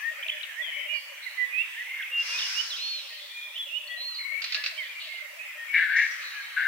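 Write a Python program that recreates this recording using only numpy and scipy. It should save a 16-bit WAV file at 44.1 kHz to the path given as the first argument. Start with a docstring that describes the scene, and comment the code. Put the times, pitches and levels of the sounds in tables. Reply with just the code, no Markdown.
"""An open bog at dawn. Black grouse bubble far off: wavering tones that follow a curve of pitch.
Songbirds whistle, chip and trill from the forest edge, over a murmur and bursts of filtered noise with twitters.
A noise hiss swells and fades, wings clap three times as double bursts of noise,
and two harsh rasping calls sound nearer by: uneven slaps that ring throat resonances.
Trees scatter the voices and claps back; the microphone pair is thin in the bass and hisses faintly."""
import sys
import numpy as np
from scipy import signal
from scipy.fft import rfft, irfft
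from scipy.io import wavfile
from scipy.ndimage import uniform_filter1d

SR = 44100
rng = np.random.default_rng(int(sys.argv[2]) if len(sys.argv) > 2 else 0)


def to_wav(sig):
    """Store sig (one row per channel, or 1-D mono) as 16-bit WAV at the path in sys.argv[1].

    Samples outside -1..1 are clipped; the rate is SR.
    """
    pcm = np.clip(np.atleast_2d(sig), -1, 1) * 32767
    pcm = np.round(pcm).astype(np.int16)
    wavfile.write(sys.argv[1], SR, pcm.T)  # frames by channels


N = 294147
TIME = np.arange(N) / SR

# How far the left microphone leads the right one in phase.
# Each row: frequency in Hz, lead in radians.
PORT_PHASE = [(2000, -0.17), (4300, 2), (12000, 5.5)]
# Bursts of noise in a band: far blurred calls, hiss around the wing claps, low hiss around the rasps.
# Each row: start in seconds, length in seconds, lowest Hz, highest Hz, level in dB.
BAND_BURSTS = [(0.935, 0.22, 4410, 4840, -52), (1.218, 0.28, 3830, 4280, -50.5),
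               (1.576, 0.73, 2425, 3740, -51), (2.76, 0.62, 2365, 3930, -43), (3.081, 0.9, 1839, 2125, -55),
               (3.069, 0.45, 3880, 4600, -51), (3.19, 0.99, 3300, 3670, -49.5),
               (3.657, 0.81, 2523, 3070, -47), (4.082, 0.91, 1037, 1570, -62.5),
               (4.45, 0.39, 1890, 5530, -44.5), (4.822, 0.16, 2920, 3750, -49),
               (4.994, 0.29, 2370, 4630, -44), (5.42, 0.27, 2430, 2600, -48),
               (5.955, 0.64, 2620, 6806, -48), (6.21, 0.57, 3758, 4390, -49),
               (6.081, 0.95, 1130, 1626, -55.5)]

# Grouse: a coo lifts quickly from a low note, holds, then drops back to it
COO_RISE_S, COO_DROP_S = 0.013, 0.0373
COO_END_HZ = 514.5  # before the pitch factor of each phrase
COO_DB, COO_GROWTH_DB_PER_S = -57.5, 0.2  # the phrase grows a little louder as it goes
# the rest of the lek, bubbling far away
BUBBLES_PER_S, BUBBLE_S = 9, 0.0497
BUBBLE_DB, BUBBLE_SPREAD_DB = -69, -2
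BUBBLE_LOW_HZ, BUBBLE_HIGH_HZ = 523.6, 647.3

# Songbirds: the fainter a note, the more of it arrives scattered by the trees
NEAR_DB, FAR_DB, FAR_SCATTER, SCATTER_S = -34.5, -42, 0.45, 0.067
FAR_WAVER = 0.0067  # far whistles also waver more in pitch
WHISTLE_ROUNDNESS = 0.75
SWELL_DB, SWELL_DB_PER_HZ = 3, 0.05  # rising whistles swell the most
# a chip dives to this share of its pitch; a long one then hooks back up
CHIP_LOW, CHIP_TURN_S, CHIP_SWELL_DB = 0.73, 0.036, -3.5
# a trill narrows, rises and swells as it goes
TRILL_NARROWING, TRILL_RISE_HZ, TRILL_SWELL_DB = 0.46, 91.3, 1.5

# Single notes in the band of each noise burst
TWITTER_PER_S, TWITTER_S, TWITTER_GLIDE, TWITTER_DB = 16, 0.0393, 0.046, -1.5

# The long hiss swells, holds and dies away
HISS_START_S, HISS_ATTACK_S, HISS_HOLD_S, HISS_RELEASE_S = 2.157, 0.18, 0.24, 0.24
HISS_DB = -32.5

# Each wing beat is a double clap
CLAP_GAP_S, FIRST_CLAP_DB, FIRST_DECAY_S, SECOND_DECAY_S = 0.023, -2.5, 0.014, 0.013

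# Rasps: the membranes slap unevenly
RASP_PULSE_HZ, RASP_JITTER, THROAT_HALF_WIDTH_HZ = 172, 0.2463, 149
RASP_RUSH = 0.065  # turbulence between the slaps, per sample, against a slap of 1
RASP_DB, RASP_RELEASE_S = 0, 0.0062
# the upper resonances fade as the throat sinks below its open pitch
OPEN_HZ, UPPER_DB_PER_HZ = 1792, 0.06
# the second throat resonance (at the open pitch) follows the first; the third stays put
UPPER_HZ, UPPER_FOLLOWS, TOP_HZ, TOP_DB = 2183, 0.408, 2755, -18.5
SKIRT_DB_PER_HZ = -0.0231  # the rasp's skirt of hiss grows as the throat sinks

EDGE_HZ = 15850  # the sound stops above this


def gain_of(db):
    """Decibels to gain."""
    return 10 ** (np.asarray(db) / 20)


def evened(x):
    """Scales to rms 1."""
    return x / np.sqrt(np.mean(abs(x) ** 2) + 1e-20)


def read(points, hz):
    """Reads a curve between its points on a log-frequency axis."""
    f, value = np.transpose(points)
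    return np.interp(np.log(hz + 1), np.log(f + 1), value)


def add(mix, s, sound):
    """Mixes a stereo sound in at time s, cutting off what falls outside."""
    at = round(s * SR)
    sound = sound[:, max(-at, 0):]
    part = mix[:, max(at, 0):][:, :sound.shape[1]]
    part += sound[:, :part.shape[1]]


def wander(size, hz):
    """Smooth random drift, mostly slower than hz, with rms 1 over a second."""
    f = np.fft.rfftfreq(SR, 1 / SR)
    slow = rfft(rng.standard_normal(SR)) / (1 + (f / hz) ** 4)
    return evened(irfft(slow))[:size]


def place(analytic, pan_db, lag_rad=0):
    """Puts a complex tone on the two microphones with a level and phase difference."""
    loudness = evened(gain_of([pan_db / 2, -pan_db / 2]))
    sides = loudness * np.exp(.5j * np.array([lag_rad, -lag_rad]))
    return np.sqrt(2) * (sides[:, None] * analytic).real


def port_lag(hz, pan_db, delay_s=7e-5):
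    """Phase between the microphones for a bird on one side: a fixed delay turns faster at high pitch."""
    return -2 * np.pi * hz * delay_s * np.tanh(pan_db / 2)


def noise(colour, patchy_db=0, likeness=1):
    """Stereo noise of rms 1 with a given spectrum and drifting narrow patches."""
    # How alike left and right are, before the factor "likeness".
    # Each row: frequency in Hz, likeness from 0 to 1.
    likeness_curve = [(600, 0.68), (2500, 0.18)]
    frames, hz = N // 256 + 5, np.fft.rfftfreq(1024, 1 / SR)
    a, b, c, d, patches = rng.standard_normal((5, frames, len(hz)))
    patches = uniform_filter1d(patches, size=14, axis=0)  # smooth in time
    patches = evened(uniform_filter1d(patches, size=5, axis=1))  # and in pitch
    same = np.clip(likeness * read(likeness_curve, hz), 0, .98)
    left = a + 1j * b
    right = same * left + np.sqrt(1 - same ** 2) * (c + 1j * d)
    right = right * np.exp(-1j * read(PORT_PHASE, hz))
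    below_db = 14 * np.minimum(np.log2((hz + 1) / colour[0][0]), 0)  # falls away under the lowest point
    z = np.array([left, right]) * gain_of(read(colour, hz) + below_db + patchy_db * patches)
    sound = signal.istft(z, nperseg=1024, noverlap=768, time_axis=-2, freq_axis=-1)[1]
    return evened(sound[:, :N])


def level(rows):
    """A dB curve as a gain for every sample."""
    return gain_of(np.interp(TIME, *np.transpose(rows)))


def arch(size, start, middle, end):
    """A smooth pitch sweep through three points."""
    return np.polyval(np.polyfit([0, .5, 1], [start, middle, end], 2), np.linspace(0, 1, size))


def syllable(hz, swell_db=0, roundness=1, jitter=0.0048, flutter_db=2):
    """A nearly pure, slightly unsteady tone that follows a pitch curve; it grows and fades like a spindle."""
    size = len(hz)
    turns = np.cumsum(hz * (1 + jitter * wander(size, 126))) / SR
    progress = np.linspace(-.5, .5, size)
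    spindle = abs(np.cos(np.pi * progress)) ** roundness
    shape = spindle * gain_of(swell_db * progress + flutter_db * wander(size, 50))
    return evened(shape) * np.exp(2j * np.pi * turns)


def coo(length, top_hz, end_hz):
    """One hollow note that lifts to its top, holds and drops away."""
    t = np.arange(0, length, 1 / SR)
    drop_s = min(COO_DROP_S, length - COO_RISE_S)
    sag = np.maximum(1 - t / COO_RISE_S, 0) ** 2 + np.maximum(1 - (length - t) / drop_s, 0) ** 2
    return syllable(top_hz + (end_hz - top_hz) * sag, roundness=0.73, flutter_db=4.0)


def grouse(drop=0.872):
    """Near and far cocks run through the same phrase of coos, over the random bubbling of the others."""
    # The phrases of near and far cocks. Each row: start in seconds, level in dB against the usual coo,
    # pitch factor, slowness factor, left-right difference in dB.
    phrases = [(-.615, 3.5, .975, 1, 7), (1.39, -10, .8, 1, 0), (2.21, -3.5, .94, 1.04, 0),
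               (3.84, .5, 1, 1, 8)]
    # The coos of the bubbling phrase. Each row: seconds into the phrase (before the slowness factor),
    # length in seconds, top pitch in Hz (before the pitch factor).
    phrase_coos = [(.005, 0.04, 613), (0.066, .057, 682), (0.131, .05, 700), (0.197, .032, 698),
                   (0.464, 0.052, 673), (0.579, .032, 703), (0.701, .062, 665), (0.791, .046, 589),
                   (0.867, 0.046, 682), (0.896, .135, 630.4), (1.205, .053, 672.4), (1.285, .032, 698),
                   (1.372, 0.059, 607.5), (1.459, .048, 630), (1.517, .062, 667), (1.705, 0.049, 610.5)]
    out = np.zeros((2, N))
    for start, far_db, factor, slowness, pan_db in phrases:
        for s, length, top_hz in phrase_coos:
            db = COO_DB + COO_GROWTH_DB_PER_S * s + far_db
            note = coo(length, factor * top_hz, factor * COO_END_HZ)
            add(out, start + slowness * s, gain_of(db) * place(note, pan_db, -1.97))
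    chances = rng.random((round(BUBBLES_PER_S * N / SR), 4))
    for k, (when, height, strength, side) in enumerate(chances):
        top_hz = BUBBLE_LOW_HZ + (BUBBLE_HIGH_HZ - BUBBLE_LOW_HZ) * height
        db = BUBBLE_DB + BUBBLE_SPREAD_DB * (2 * strength - 1)
        note = coo(BUBBLE_S, top_hz, drop * top_hz)
        add(out, (k + when) / BUBBLES_PER_S, gain_of(db) * place(note, 10 * side, -np.pi * side))
    return out


def farness(db):
    """0 for a loud, near note, 1 for a faint, far one."""
    return np.clip((db - NEAR_DB) / (FAR_DB - NEAR_DB), 0, 1)


def from_trees(note, hz, db, pan_db):
    """A note as it arrives: partly direct, partly smeared by the branches on its way."""
    direct = gain_of(db) * place(note, pan_db, port_lag(hz, pan_db))
    age = np.arange(SR // 5) / SR
    branches = rng.standard_normal((2, len(age))) * np.exp(-age / SCATTER_S)
    smear = signal.fftconvolve(direct, branches, axes=1)
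    share = np.clip(FAR_SCATTER * farness(db), 0, 1)  # the smeared part of the energy
    out = smear * np.sqrt(share) * np.linalg.norm(direct) / np.linalg.norm(smear)
    add(out, 0, np.sqrt(1 - share) * direct)
    return out


def songbirds():
    """Slurred whistles, quick chips, and trills whose pitch bounces in uneven arches."""
    # All levels here are relative: the whole group is turned down together at the end.
    # Slurred whistles. Each row: start in seconds, length in seconds, start Hz, middle Hz, end Hz,
    # relative level in dB, left-right difference in dB.
    whistles = [(0, 0.11, 1641, 1825, 1852, -29, 13), (0.225, .013, 3520, 3010, 3600, -32.5, -9),
                (0.258, .01, 1900, 2220, 2780, -31.5, 12), (0.289, .015, 2730, 2970, 3200, -25, -9),
                (0.302, 0.036, 2950, 3420, 3110, -36, -3), (.404, 0.012, 2650, 2910, 3230, -36.5, 4),
                (.486, 0.056, 1913, 1690, 1550, -40.5, -15), (0.562, 0.074, 1700, 1917, 1917, -30.5, -14),
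                (0.614, 0.13, 3500, 3123, 2980, -36.5, 18), (0.865, .13, 2740, 2910, 2774, -31.5, -19),
                (.885, 0.12, 2380, 2400, 2194, -31, -19), (1.261, 0.032, 2140, 1987, 1750, -32, -17),
                (1.369, 0.093, 2025, 1988, 1985, -24.5, -14), (1.501, 0.13, 2480, 2518, 2873, -25, -19),
                (1.737, 0.091, 1480, 1840, 1960, -35.5, -3), (2.112, .12, 2790, 2779, 2778, -25.5, -0.5),
                (2.275, 0.059, 2780, 2797, 2760, -33.5, -0.5), (2.32, 0.069, 2488, 2493, 2534, -32, -1.5),
                (2.52, .098, 2313, 2795, 2983, -27.5, -14), (2.769, .27, 3750, 4336, 3600, -32.5, -4),
                (3.292, 0.25, 2360, 2424, 2306, -41, 0.5), (3.502, 0.085, 2218, 2760, 3160, -38, -2),
                (3.576, .076, 3400, 3403, 3240, -32.5, 1.5), (3.679, 0.11, 2465, 2783, 2970, -30, -16),
                (3.872, 0.014, 4200, 4370, 4160, -39.5, -2), (3.881, .11, 1940, 1944, 1848, -36, 10.5),
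                (3.898, 0.03, 3280, 3320, 3460, -38, 0), (3.964, 0.23, 3964, 4223, 3777, -35, -4),
                (3.996, .04, 4120, 3920, 3660, -37.5, -2.5), (4.145, 0.024, 4800, 4520, 4320, -38, -2),
                (4.155, .12, 4320, 4125, 3910, -35.5, -4), (4.544, .095, 1627, 1702, 1680, -37, 1),
                (4.764, .042, 2840, 3140, 2980, -35.5, -8), (4.775, 0.12, 2380, 1970, 1720, -34.5, -9),
                (4.881, 0.056, 2340, 2430, 2170, -39.5, 2), (4.954, .058, 2290, 2355, 2080, -38, 3),
                (5.073, 0.2, 2186, 2095, 2090, -36.5, -23), (5.385, 0.059, 2590, 2520, 2480, -37.5, -9),
                (5.56, 0.12, 1857, 1850, 1798, -40.5, 3), (5.672, 0.096, 2160, 2260, 2280, -33.5, 12),
                (6.075, 0.091, 1882, 1898, 1890, -35, 10), (6.331, .11, 1720, 1661, 1570, -39, 2.5)]
    # Chips, quick downward flicks. Each row: start in seconds, length in seconds, start Hz,
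    # relative level in dB, left-right difference in dB.
    chips = [(0.283, 0.011, 3807, -28, -5), (0.294, 0.0097, 2860, -30.5, 9),
             (0.431, 0.014, 3910, -31.5, 11), (1.99, 0.035, 2090, -35.5, -0.5),
             (2.024, 0.016, 3490, -35, -2), (2.387, 0.028, 3960, -29.5, -5),
             (2.413, 0.061, 3970, -31.5, -6), (2.703, 0.074, 4330, -33, -4.5),
             (3.556, 0.03, 3786, -35.5, -5)]
    # Trills. Each row: start in seconds, length in seconds, pitch in Hz, arches per second,
    # depth in Hz at the start, relative level in dB, left-right difference in dB.
    trills = [(0.633, 0.099, 1927, 25.4, 570, -38.5, -8), (0.717, 0.15, 2085, 43, 700, -33.5, 12),
              (.721, .15, 3030, 35.2, 199, -36.5, 7), (1.86, 0.21, 2110, 40, 218, -35.5, -1.5),
              (4.184, 0.075, 2100, 40, 550, -37, 9.5), (4.245, 0.166, 2198, 35, 230, -29.5, 23)]
    out = np.zeros((2, N))
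    for s, length, start_hz, hz, end_hz, db, pan_db in whistles:
        pitch = arch(round(length * SR), start_hz, hz, end_hz)
        swell_db = SWELL_DB + SWELL_DB_PER_HZ * (end_hz - start_hz)
        waver = 0.0055 + FAR_WAVER * farness(db)
        note = syllable(pitch, swell_db, roundness=WHISTLE_ROUNDNESS, jitter=waver, flutter_db=0.5)
        add(out, s, from_trees(note, hz, db, pan_db))
    for s, length, hz, db, pan_db in chips:
        dive = (np.arange(0, length, 1 / SR) / min(length, CHIP_TURN_S) - 1) ** 2
        pitch = hz * (CHIP_LOW + (1 - CHIP_LOW) * dive)
        note = syllable(pitch, CHIP_SWELL_DB, roundness=0.32, jitter=0.04, flutter_db=2)
        add(out, s, from_trees(note, pitch.mean(), db, pan_db))
    for s, length, hz, rate, depth_hz, db, pan_db in trills:
        size = round(length * SR)
        arches = np.cumsum(rate * (1 + .13 * wander(size, 34.5))) / SR
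        bounce = abs(np.sin(np.pi * arches)) - 2 / np.pi  # averages to about zero
        bend_hz = depth_hz * np.geomspace(1, TRILL_NARROWING, size) * bounce
        pitch = hz + TRILL_RISE_HZ * np.linspace(-.5, .5, size) + bend_hz
        note = syllable(pitch, TRILL_SWELL_DB, roundness=0.18, jitter=0.011, flutter_db=0.9)
        note = note * gain_of(0.03 * bend_hz)  # louder towards each top
        add(out, s, from_trees(evened(note), hz, db, pan_db))
    return gain_of(-2.5) * out


def far_chorus():
    """Many birds deep in the forest, smeared together into a murmur of patchy noise."""
    # Loudness of the murmur. Each row: time in seconds, level in dB.
    murmur_levels = [(0.0, -39.5), (0.38, -40.5), (0.81, -40), (1.01, -43.5), (1.86, -39), (2.54, -39),
                     (2.84, -56), (4.19, -54.5), (4.4, -41.5), (5.22, -45), (5.7, -42)]
    # Tone colour of the murmur. Each row: frequency in Hz, relative level in dB.
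    murmur_colour = [(750, -24.5), (1450, -14.5), (1850, 0), (2300, 2), (3200, -8.5), (4500, -29.5)]
    murmur = noise(murmur_colour, patchy_db=3.5)
    return level(murmur_levels) * murmur


def air():
    """A faint steady noise: still air and microphone hiss."""
    # Tone colour of the air. Each row: frequency in Hz, relative level in dB.
    air_colour = [(150, -20), (330, -26.5), (480, -14), (1000, 2), (2000, -4), (5500, -1.5), (11000, -7),
                  (15500, -3.5)]
    return gain_of(-51.0) * noise(air_colour, patchy_db=2.5, likeness=0.69)


def forest(x, near=4.3, near_s=0.04):
    """Trunks scatter the sound back as sparse echoes, the nearest loudest, each band dying at its own speed."""
    # How long echoes last. Each row: frequency in Hz, seconds to fall by 60 dB.
    dying_times = [(500, 5.3), (2000, 2.9), (9000, 1.8)]
    age = np.arange(SR) / SR
    hits = rng.random((2, SR)) < 1500 / SR  # about 1500 echoes a second
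    taps = rng.standard_normal((2, SR)) * hits * (age > .006)
    taps = taps * (1 + near * np.exp(-age / near_s))
    hz, t, z = signal.stft(taps, SR, nperseg=256)
    fade = gain_of(-60 * t / read(dying_times, hz)[:, None])
    tail = signal.istft(z * fade, SR, nperseg=256)[1]
    crossed = x + 0.47 * x[::-1]  # each side also hears some of the other
    return signal.fftconvolve(crossed, tail / np.linalg.norm(tail[0]), axes=1)[:, :N]


def band_bursts(rise_s=0.0065):
    """Bursts of noise, each in its own band: every one rises quickly, flutters and dies away."""
    out, hz = np.zeros((2, N)), np.fft.rfftfreq(SR, 1 / SR)
    for s, length, low_hz, high_hz, db in BAND_BURSTS:
        size = round(length * SR)
        band = 1 / (1 + (low_hz / (hz + 1)) ** 24 + (hz / high_hz) ** 24)
        left, other = np.exp(2j * np.pi * rng.random((2, len(hz))))
        right = (left + 2 * other) / np.sqrt(1 + 2 ** 2)  # the right shares only part of the left
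        right = right * np.exp(-1j * read(PORT_PHASE, hz))
        burst = irfft(np.array([left, right]) * band)[:, :size]
        rise = 1 - np.exp(-np.arange(size) / SR / rise_s)
        shape = rise * np.linspace(1, 0, size) * gain_of(1.2 * wander(size, 60))
        add(out, s, gain_of(db) * evened(burst * shape))
    return out


def twitters(spread_db=5):
    """Short random gliding notes in the band of each noise burst, fading with it."""
    out = np.zeros((2, N))
    for s, length, low_hz, high_hz, db in BAND_BURSTS:
        for when, height, slope, side in rng.random((round(TWITTER_PER_S * length), 4)):
            hz = low_hz * (high_hz / low_hz) ** (height ** 2)  # low notes are more common
            glide = TWITTER_GLIDE * (2 * slope - 1)
            pan_db = spread_db * (2 * side - 1)
            pitch = hz * np.linspace(1 - glide, 1 + glide, round(TWITTER_S * SR))
            note = place(syllable(pitch, roundness=1.0), pan_db, port_lag(hz, pan_db))
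            add(out, s + when * length, gain_of(db + TWITTER_DB) * (1 - when) * note)
    return out


def hiss():
    """A long hiss from across the bog: shaped noise that swells, holds and dies away."""
    # Tone colour of the hiss. Each row: frequency in Hz, relative level in dB.
    hiss_colour = [(500, -51), (900, -17.5), (1500, -6), (4200, -5.5), (5300, 3), (7600, -19), (9500, -21),
                   (12000, -32.5)]
    age = TIME - HISS_START_S
    swell = np.clip(age / HISS_ATTACK_S, 0, 1)
    fade = np.exp(-np.maximum(age - HISS_ATTACK_S - HISS_HOLD_S, 0) / HISS_RELEASE_S)
    return gain_of(HISS_DB) * swell * fade * noise(hiss_colour, patchy_db=1.5, likeness=1.05)


def wings():
    """Each stroke of the feathers is a short burst of noise: a softer one, then a stronger one."""
    # The wing beats. Each row: time in seconds, relative level in dB.
    beats = [(4.418, -26), (4.522, -22), (4.638, -23.5)]
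    # Tone colour of a clap. Each row: frequency in Hz, relative level in dB.
    clap_colour = [(600, -80), (1200, -10.5), (2700, 7.5), (3100, -2), (4500, 8), (5500, -4), (8000, -25),
                   (13000, -57)]
    strokes = np.zeros(N)
    pair = (0, FIRST_CLAP_DB, FIRST_DECAY_S), (CLAP_GAP_S, 0, SECOND_DECAY_S)
    for s, db in beats:
        for delay, clap_db, decay in pair:
            age = np.maximum(TIME - s - delay, 0)
            strokes += gain_of(db + clap_db) * (1 - np.exp(-age / 0.00091)) * np.exp(-age / decay)
    lean = gain_of([[-1], [1]])  # a little louder on the right
    return strokes * noise(clap_colour, patchy_db=-0.5, likeness=1.9) * lean


def ring(slaps, hz):
    """Slaps and turbulence ring one throat resonance, which may move, at chance phases."""
    drive = (slaps + RASP_RUSH) * np.exp(2j * np.pi * rng.random(SR))[:len(slaps)]
    swing = signal.sosfilt(signal.butter(4, THROAT_HALF_WIDTH_HZ, fs=SR, output="sos"), drive)
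    return evened(swing) * np.exp(2j * np.pi * np.cumsum(hz * np.ones(len(slaps))) / SR)


def rasps():
    """A harsh voice: uneven slaps ring three throat resonances, with a skirt of hiss."""
    # The harsh calls, one table each. Each row: time in seconds, level in dB (of the voice alone),
    # lowest throat resonance in Hz.
    harsh_calls = [
        [(5.732, -34, 1750), (5.744, -21, 1840), (5.766, -18.5, 1783), (5.845, -23, 1680), (5.872, -29.5, 1642),
         (5.925, -25.5, 1652), (6.0, -20, 1800), (6.068, -26.5, 1755)],
        [(6.562, -36, 1634), (6.574, -24, 1594), (6.638, -25.5, 1654), (6.67, -26, 1594)],
    ]
    # Tone colour of the skirt of hiss. Each row: frequency in Hz, relative level in dB.
    skirt_colour = [(1000, -23), (1500, 5.5), (2400, 0), (2800, 8), (3150, -6), (3500, 2.5), (4100, -0.5),
                    (6500, -32)]
    out, effort = np.zeros((2, N)), np.zeros(N)
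    for rows in harsh_calls:
        s, *columns = np.transpose(rows)
        t = np.arange(s[0], s[-1] + RASP_RELEASE_S, 1 / SR)
        release = np.minimum((t[-1] - t) / RASP_RELEASE_S, 1)
        db, hz = (np.interp(t, s, c) for c in columns)
        turns = np.cumsum(RASP_PULSE_HZ * (1 + RASP_JITTER * wander(len(t), RASP_PULSE_HZ))) / SR
        slaps = np.diff(np.floor(turns), prepend=-1) > 0  # one slap per full turn
        share = gain_of(UPPER_DB_PER_HZ * (hz - OPEN_HZ))
        second = ring(slaps, UPPER_HZ + UPPER_FOLLOWS * (hz - OPEN_HZ))
        upper = second + gain_of(TOP_DB) * ring(slaps, TOP_HZ)
        voice = (ring(slaps, hz) + share * upper) / np.sqrt(1 + share ** 2)
        voice = evened(voice / np.sqrt(1 + 0.065 * abs(voice) ** 2))  # the membranes can swing only so far
        add(out, s[0], release * gain_of(db + RASP_DB) * place(voice, 5.3, -0.12))
        skirt_db = columns[0] + SKIRT_DB_PER_HZ * (columns[1] - OPEN_HZ)
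        effort += gain_of(np.interp(TIME, s, skirt_db, left=-np.inf, right=-np.inf))  # silent outside
    skirt = noise(skirt_colour, patchy_db=2.5)
    return out + gain_of(-18.5) * effort * skirt


def scene():
    """All the birds, the noise bursts, the echoes and the air."""
    coos, songs, notes = grouse(), songbirds(), twitters()
    claps, calls = wings(), rasps()
    # how strongly the trees answer each source
    to_trees = gain_of(-10.5) * coos + gain_of(-8.5) * songs + gain_of(-4.5) * notes
    to_trees += gain_of(-6.5) * claps + gain_of(-11.0) * calls
    voices = coos + songs + notes + claps + calls
    return voices + forest(to_trees) + far_chorus() + air() + band_bursts() + hiss()


def record(dry):
    """The microphones shed the bass; then a steep filter removes the highest treble."""
    thin = signal.sosfilt(signal.butter(3, 330, "high", fs=SR, output="sos"), dry)
    band_limit = signal.firwin(511, EDGE_HZ, window=("kaiser", 9), fs=SR)
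    return signal.oaconvolve(thin, band_limit[None], "same")


dry = scene()
out = record(dry)
to_wav(out)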